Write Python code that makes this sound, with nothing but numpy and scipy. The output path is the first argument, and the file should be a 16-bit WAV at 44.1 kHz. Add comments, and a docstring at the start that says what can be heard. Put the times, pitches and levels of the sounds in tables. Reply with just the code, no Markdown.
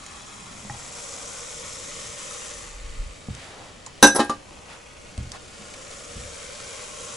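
"""A small log cabin: a kettle sizzles on a wood stove, as noise and bubble impulses through fixed spectra.
An enamel bowl is lifted off its mouth and carried over floorboards to a table, where it lands with a loud
clank and rocks to rest: struck decaying modes plus noise bursts. The hiss fades and returns as the
microphone moves away and back; the stove rumbles, the fire ticks and clothes rustle."""
import sys
import numpy as np
from scipy import signal
from scipy.fft import rfft, irfft, next_fast_len
from scipy.io import wavfile
from scipy.ndimage import uniform_filter1d, map_coordinates

SR = 44100
rng = np.random.default_rng(int(sys.argv[2]) if len(sys.argv) > 2 else 0)


def log_audio(samples):
    """Write samples as a 16-bit WAV file to the path given in sys.argv[1]."""
    # one column per channel
    frames = np.atleast_2d(samples).T
    # limit to full scale, then quantise
    limited = np.clip(frames, -1, 1)
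    pcm = np.round(limited * 32767).astype(np.int16)
    wavfile.write(sys.argv[1], SR, pcm)


N = 315756
TIME = np.arange(N) / SR  # s, whole scene
AGE = np.arange(SR * 3 // 5) / SR  # s, one short event


def amp(db):
    """Decibels to gain."""
    return 10 ** (np.asarray(db) / 20)


def unit(x):
    """Scale to rms 1."""
    return x / np.sqrt(np.mean(x ** 2) + 1e-20)


def along(points, hz):
    """Interpolate (f/Hz, value) points on a log frequency axis."""
    f, v = np.transpose(points)
    return np.interp(np.log(hz + 1), np.log(f + 1), v)


def wobble(rate_hz):
    """Smooth random curve through rate_hz knots a second."""
    knots = rng.standard_normal(int(N * rate_hz / SR) + 4)
    return map_coordinates(knots, [TIME * rate_hz])


def filtered(x, response):
    """Multiply the spectrum of x by a response of frequency."""
    n = x.shape[-1]
    m = next_fast_len(n + SR // 4)
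    spectrum = rfft(x, m) * response(np.fft.rfftfreq(m, 1 / SR))
    return irfft(spectrum, m)[..., :n]


def shape(points):
    """Response through (f/Hz, level/dB) points."""
    return lambda f: amp(along(points, f))


def resonances(rows):
    """Sum of (f/Hz, width/Hz, level/dB) resonances of alternating sign."""
    def response(f):
        total = 0
        for k, (centre, width, db) in enumerate(rows):
            band = 1j * f * width / (centre * centre - f * f + 1j * f * width)
            total = total + (-1) ** k * amp(db) * band
        return total
    return response


def stereo(pair, response, alike=None):
    """Colour two unrelated signals and mix them as mid and side to a set left-right correlation, rms 1."""
    # Default likeness: f/Hz, left-right correlation
    wide = [(60, 0.97), (380, 0.36), (950, 0.16), (2380, 0.5), (6000, 0.8), (11000, 0.72)]
    likeness = wide if alike is None else alike

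    def mid_side(f):
        turn = np.arccos(np.clip(along(likeness, f), -1, 1)) / 2
        return response(f) * np.array([np.cos(turn), np.sin(turn)])

    mid, side = filtered(pair, mid_side)
    return unit(np.array([mid + side, mid - side]))


def noise(response):
    """Coloured stereo noise of rms 1, scene length."""
    return stereo(rng.standard_normal((2, N)), response)


def burst(response):
    """Event-length coloured noise, close to the microphone, rms 1."""
    # Likeness of close sounds: f/Hz, left-right correlation
    close_alike = [(100, 1), (500, 0.91), (1000, 0.75), (2400, 0.21), (6000, 0.69), (11000, 0.82)]
    return stereo(rng.standard_normal((2, len(AGE))), response, close_alike)


def fade(t60_s):
    """Exponential decay, 60 dB in t60_s."""
    return amp(-60 * AGE / max(t60_s, 1e-3))


def ring(modes, scatter_db, spread):
    """Struck (f/Hz, level/dB, t60/s) modes: decaying sines, random in strength, phase and ear offset."""
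    total = 0
    ears = np.array([[1], [-1]])
    for hz, db, t60_s in modes:
        strength, start, offset = rng.standard_normal(3)
        phase = 2 * np.pi * hz * AGE + np.pi * start + ears * spread * offset
        total = total + amp(db + scatter_db * strength) * fade(t60_s) * np.sin(phase)
    return total


def add(track, s, sound):
    """Mix a sound into the track at s seconds."""
    start = max(round(s * SR), 0)
    track[:, start:start + sound.shape[-1]] += sound[:, :N - start]


def bubbles(rate_hz, size_db):
    """Random impulses of steam bubbles collapsing on the hot bottom, unequal in size, rms 1."""
    spread = np.minimum(rng.exponential(size=(2, N)), 5)
    sizes = rng.standard_normal((2, N)) * amp(size_db * spread)
    return unit(sizes * (rng.random((2, N)) < rate_hz / SR))


def hollow(x, wet_db, t60_s, count=16):
    """Echoes from kettle and logs ripple the spectrum: overlapping windows, a new random tail in each."""
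    wet = np.zeros((2, N))
    hop = N // count
    for start in range(-hop, N, hop):
        window = np.maximum(0, 1 - np.abs(np.arange(N) - start - hop) / hop) ** .5
        part = (x * window)[:, max(start, 0):start + 2 * hop]
        echoes = rng.standard_normal(SR // 10) * fade(t60_s)[:SR // 10]
        echoes = echoes[None] / np.linalg.norm(echoes)
        add(wet, start / SR, signal.fftconvolve(part, echoes, axes=1))
    return unit(x + amp(wet_db) * wet)


LIFT_START_S, LIFT_LENGTH_S, LIFT_POWER = 0.37, 0.66, 2.6  # bowl comes off the mouth, slowly at first


def heard(law):
    """Level/dB of one kettle sound: escapes as the mouth is uncovered, falls with distance."""
    # Microphone to kettle: t/s, distance/m
    path = [(0, 0.88), (1.75, 0.68), (2.38, 0.59), (2.6, 0.75), (2.82, 1.84), (3.85, 3.4), (5.1, 2.36),
            (5.8, 0.86), (6.25, 0.63), (7.16, 0.51)]
    level_db, loss_db, covered_db = law
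    path_s, path_m = np.transpose(path)
    distance_m = np.interp(TIME, path_s, path_m)
    opening = np.clip((TIME - LIFT_START_S) / LIFT_LENGTH_S, 0, 1) ** LIFT_POWER
    escaping = opening + (1 - opening) * amp(covered_db)
    return level_db + 20 * np.log10(escaping) - loss_db * np.log2(distance_m)


def kettle():
    """Collapsing bubbles sizzle out of the mouth, ring the walls and stir the air above the water."""
    # Bubble spectra, sizzle and simmer: f/Hz, level/dB
    sizzle_bands = [(1500, -24), (3500, -10.5), (4500, -12), (5400, -4), (6300, -2), (7300, -0.5),
                    (8200, -4), (9200, -10), (10300, -7.5), (11200, -13)]
    simmer_bands = [(150, -8), (300, -5), (800, 1), (1150, 2), (1700, 0), (2200, 0.5), (3300, -3.5),
                    (4500, -4), (7000, -12.5), (11000, -27)]
    # Kettle body, then air above the water: f/Hz, width/Hz, level/dB
    wall_modes = [(1070, 123, 1.5), (1290, 83, 1.5), (1426, 36, 1), (2050, 210, -3), (2516, 200, -2.5),
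                  (3220, 220, -2)]
    cavity_modes = [(468.7, 28, 0.5), (549, 66, -1), (606, 34, -0.5)]
    # Open kettle: base level at 1 m/dB, loss per doubling of distance/dB, change under the bowl/dB
    sizzle_law = (-41.5, 6.74, -6.5)
    simmer_law = (-45.5, 1.98, -0.58)
    hum_law = (-49.5, 4.6, -21)
    easing_db_per_s = 0.98  # sizzle, once open

    open_s = np.maximum(TIME - LIFT_START_S - LIFT_LENGTH_S, 0)
    sizzle_db = heard(sizzle_law) - easing_db_per_s * open_s
    simmer_db, hum_db = heard(simmer_law), heard(hum_law)
    boil_db = 0.44 * wobble(13)

    fizz = stereo(bubbles(rate_hz=7000, size_db=-0.5), shape(sizzle_bands))
    sizzle = amp(sizzle_db + boil_db) * hollow(fizz, wet_db=-8.0, t60_s=0.061)
    water = stereo(bubbles(rate_hz=4000, size_db=-1.5), shape(simmer_bands))
    simmer = amp(simmer_db + boil_db) * hollow(water, wet_db=-4, t60_s=0.06)

    walls_db = (sizzle_db + simmer_db) / 2 + boil_db - 6.5
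    walls = amp(walls_db) * stereo(bubbles(rate_hz=1500, size_db=0.0), resonances(wall_modes))

    modes, band = resonances(cavity_modes), shape([(250, -14), (450, 0), (610, 0), (750, -14)])
    hum = amp(hum_db + 0.13 * wobble(8.2)) * noise(lambda f: modes(f) * band(f))
    # Balance in dB, left stronger
    return sizzle * amp([[.9], [-.9]]) + (simmer + walls) * amp([[.4], [-.4]]) + hum


def air():
    """Stove draught as low noise; the microphone's turn adds lumpy buffets that swell, hold and stop short."""
    # Draught: f/Hz, level/dB
    draught_bands = [(20, -1.5), (60, -1), (90, -1), (130, -2.5), (200, -3.5), (300, -7.5), (600, -10),
                     (2000, -30)]
    swing_s, hold_s, swing_db = 2.89, .19, -34  # turn at full speed: start, length, level
    rise_db_per_s, fall_db_per_s = 58, 320
    early_s = np.maximum(swing_s - TIME, 0)
    late_s = np.maximum(TIME - swing_s - hold_s, 0)
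    buffet_db = swing_db - rise_db_per_s * early_s - fall_db_per_s * late_s + 2.3 * wobble(25.05)
    buffet = noise(shape([(10, -14), (25, 4.5), (45, 2), (70, -7.5), (130, -21), (400, -46), (2000, -94)]))
    rumble = amp(-49.0 + 1.05 * wobble(5)) * noise(shape(draught_bands))
    return rumble + amp(buffet_db) * buffet


def ticks():
    """Fire, hot metal and handled things tick: a tiny noise snap and a brief fuzzy resonance."""
    # Ticks: t/s, level/dB, f/Hz, t60/s
    tick_rows = [(0.0635, -36, 6900, 0.03), (2.0, -42, 3000, .05), (2.31, -39, 1220, 0.11),
                 (3.350, -36.5, 6260, 0.016), (3.863, -34.5, 6800, 0.045), (3.864, -41.5, 970, 0.13),
                 (5.178, -35, 2500, 0.0077), (5.3182, -31, 5500, 0.028), (5.739, -38.5, 2310, 0.038),
                 (5.912, -39, 4100, 0.036), (6.601, -34.5, 1240, 0.024)]
    out = np.zeros((2, N))
    for s, db, hz, t60_s in tick_rows:
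        snap = burst(shape([(300, -11), (1000, 1), (8000, 8), (12000, -16)])) * fade(0.012)
        body = burst(resonances([(hz, hz * .15, 0)])) * fade(t60_s)
        add(out, s, amp(db) * (body + amp(2.0) * snap))
    return out


def rustles():
    """Sliding bowl, sleeves and soles rub: band noise, grainy in level, in short Gaussian swells."""
    # Rubs: centre t/s, level/dB, half length to 1/e/s, f/Hz, width/share of f
    rub_rows = [(.52, -50.5, 0.22, 196, 0.18), (3.421, -45, 0.11, 1920, 1.1), (3.567, -45.5, 0.18, 694, 1),
                (4.728, -43.5, 0.054, 1010, 1.5), (5.35, -38.5, 0.022, 1050, 0.64),
                (5.626, -48, 0.031, 219, 0.25)]
    out = np.zeros((2, N))
    middle_s = AGE[-1] / 2
    for s, db, half_s, hz, width in rub_rows:
        rub = burst(resonances([(hz, hz * width, 0)]))
        grain = amp(0.83 * wobble(117.0)[:len(AGE)])
        swell = np.exp(-((AGE - middle_s) / half_s) ** 2)
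        add(out, s - middle_s, amp(db) * rub * grain * swell)
    return out


def bumps():
    """Thumps push the floor, ring its boards and leave a shudder; the lifted bowl bumps the kettle's rim."""
    # Thumps of feet and jolted table: t/s, push level/dB, push f/Hz, board level/dB
    step_rows = [(.648, -47, 100, -30), (0.703, -33.5, 122, -44), (3.285, -28, 63.5, -26.5),
                 (4.046, -34, 52, -47), (5.179, -25, 68, -29.5), (5.251, -36, 116, -44),
                 (6.157, -28.5, 74, -40), (6.245, -36.5, 77.4, -51)]
    # Floorboards, then kettle rim: f/Hz, level/dB, t60/s
    board_modes = [(140, -1.5, 0.047), (195, -3.5, 0.21), (258, -9, 0.1), (322, -33, .08), (470, -11, .05),
                   (715, -11, 0.036)]
    rim_modes = [(823, -3, 0.079), (650, -14, 0.097), (1260, -6, .03), (1910, -2.5, 0.031)]
    # Floor shudder: f/Hz, level/dB
    joist_bands = [(30, -4), (70, 5.5), (120, 1.5), (250, -11.5), (500, -33), (2000, -70)]
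    out = np.zeros((2, N))
    onset = 1 - fade(0.0031)
    for s, push_db, push_hz, board_db in step_rows:
        push = -np.sin(2 * np.pi * push_hz * AGE) * fade(0.17)
        shudder = amp(-6.0) * burst(shape(joist_bands)) * fade(0.41)
        boards = ring(board_modes, scatter_db=1.5, spread=.1)
        add(out, s, (amp(push_db) * (push + shudder) + amp(board_db) * boards) * onset)
    add(out, .698, amp(-27) * ring(rim_modes, scatter_db=3.0, spread=0.2))
    return out


def bowl():
    """Each contact knocks the table, rings the bowl according to where it is hit, and grates the enamel."""
    # Landing and rocking: t/s, knock level/dB, ring level/dB, scratch level/dB, place (0 foot, 1 side)
    blow_rows = [(4.0267, -3.5, 0.5, -10, 0.12), (4.039, -16, -17, -32, 1), (4.049, -19, -22, -39, 0.82),
                 (4.069, -30, -13, -16, 0.22), (4.148, -29, -42, -23, 0.076), (4.157, -22.5, -45, -19, 0.4),
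                 (4.1613, -25.5, -33, -15.5, 0), (4.185, -23.5, -38, -36, 0.71),
                 (4.193, -18, -25, -32, 0.77), (4.200, -19.5, -14, -36, 0.96), (4.246, -44, -46, -38, 0.94),
                 (4.296, -25.5, -25.5, -35, 0.76)]
    # Enamel bowl: f/Hz, level struck on foot/dB, level struck on side/dB, t60/s
    bowl_modes = [(1195, -22, -12, .16), (1569, 2, -22, .16), (1615, -14, -16, .32), (1825, -28, -10, .15),
                  (3888, -5, -22, .14), (6025, 2, -27, .115), (2130, -25, -21, .1), (2560, -22, -18, .22),
                  (2736, -14, -28, .14), (3020, -26, -14, .12), (3533, -13, -30, .14),
                  (3660, -18, -24, .19), (4025, -30, -14, .1), (4212, -14, -24, .14), (5015, -20, -21, .1),
                  (5330, -13, -30, .09), (5382, -8, -30, .115), (6680, -13, -26, .14), (7060, -18, -22, .1),
                  (7850, -17, -30, .13), (8325, -11, -30, .11), (8915, -15, -28, .1), (9472, -20, -34, .12),
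                  (10235, -16, -32, .09), (10510, -13, -32, .08), (10880, -14, -30, .08)]
    # Bowl seated on its foot, then table top: f/Hz, level/dB, t60/s
    seated_modes = [(540, 0, .1), (1180, 0, .14), (2961, -18, .17), (3887, -21, .11), (5028, -17, .1),
                    (6718, -19, .1)]
    table_modes = [(208, -4, .1), (230, 2, .13), (295, 2.5, .14), (357, -3, .15), (426, -2, .14),
                   (491, -5, .13), (538, -3, .16), (696, -7, .12), (757, -6, .12), (822, 2, .12),
                   (966, -3, .12), (1055, -2, .11), (1322, -3, .1)]
    # Table knock, then enamel grating: f/Hz, level/dB
    knock_bands = [(60, -16), (130, -24), (220, -8), (700, 4), (1300, -2), (1900, -5.5), (2400, -15.5),
                   (4000, -9.5), (6500, -15), (11000, -24)]
    scratch_bands = [(1500, -46), (4500, -11), (5500, 8), (7000, -8), (8400, 11.5), (9500, 0), (10700, 18),
                     (12000, -19)]
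    out = np.zeros((2, N))
    onset = 1 - fade(0.0031)
    for s, knock_db, ring_db, scratch_db, place in blow_rows:
        side = np.clip(place, 0, 1)
        modes = [(hz, foot + side * (wall - foot), t60_s) for hz, foot, wall, t60_s in bowl_modes]
        metal = ring(modes, scatter_db=0.6, spread=0.28)
        wood = amp(-5.5) * ring(table_modes, scatter_db=1.5, spread=0.054)
        wood = wood + amp(-2) * fade(0.14) * burst(shape(knock_bands))
        scratch = fade(.05) * burst(shape(scratch_bands))
        blow = amp(ring_db) * metal + amp(knock_db) * wood + amp(scratch_db) * scratch
        add(out, s, blow * onset)
    settled_s = blow_rows[-1][0]
    add(out, settled_s, amp(-22) * ring(seated_modes, scatter_db=5.5, spread=0.3))
    return out


def cabin(x):
    """Log walls answer briefly: convolution with a noise tail whose decay varies with frequency."""
    # Reverberation: f/Hz, t60/s
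    cabin_t60 = [(100, 0.3), (1000, 0.19), (4000, 0.26), (11000, 0.27)]
    hz, t, z = signal.stft(burst(np.ones_like), SR, nperseg=256)
    decay = amp(-60 * t / along(cabin_t60, hz)[:, None])
    tail = signal.istft(z * decay, SR, nperseg=256)[1]
    tail = np.pad(tail, ((0, 0), (SR // 250, 0)))  # 4 ms delay
    return signal.fftconvolve(x, tail / np.linalg.norm(tail[0]), axes=1)[:, :N]


def scene():
    """Handling sounds and their echo over the kettle and stove."""
    near = ticks() + bumps() + bowl()
    return kettle() + air() + rustles() + near + amp(-12) * cabin(near)


def record(dry):
    """Dull microphone, 10 ms limiter that lets short peaks through to clip, band limit."""
    mic_hz, top_hz = 11120, 15757
    x = filtered(dry, lambda f: 1 / np.sqrt(1 + np.minimum(f / mic_hz, 2) ** 500))
    level = np.sqrt(np.abs(uniform_filter1d(np.mean(x ** 2, axis=0), size=SR // 100)))
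    x = x / np.maximum(1, level / amp(-4.0))
    x = np.clip(x, -1, 1)
    return filtered(x, lambda f: f < top_hz)


dry = scene()
out = record(dry)
log_audio(out)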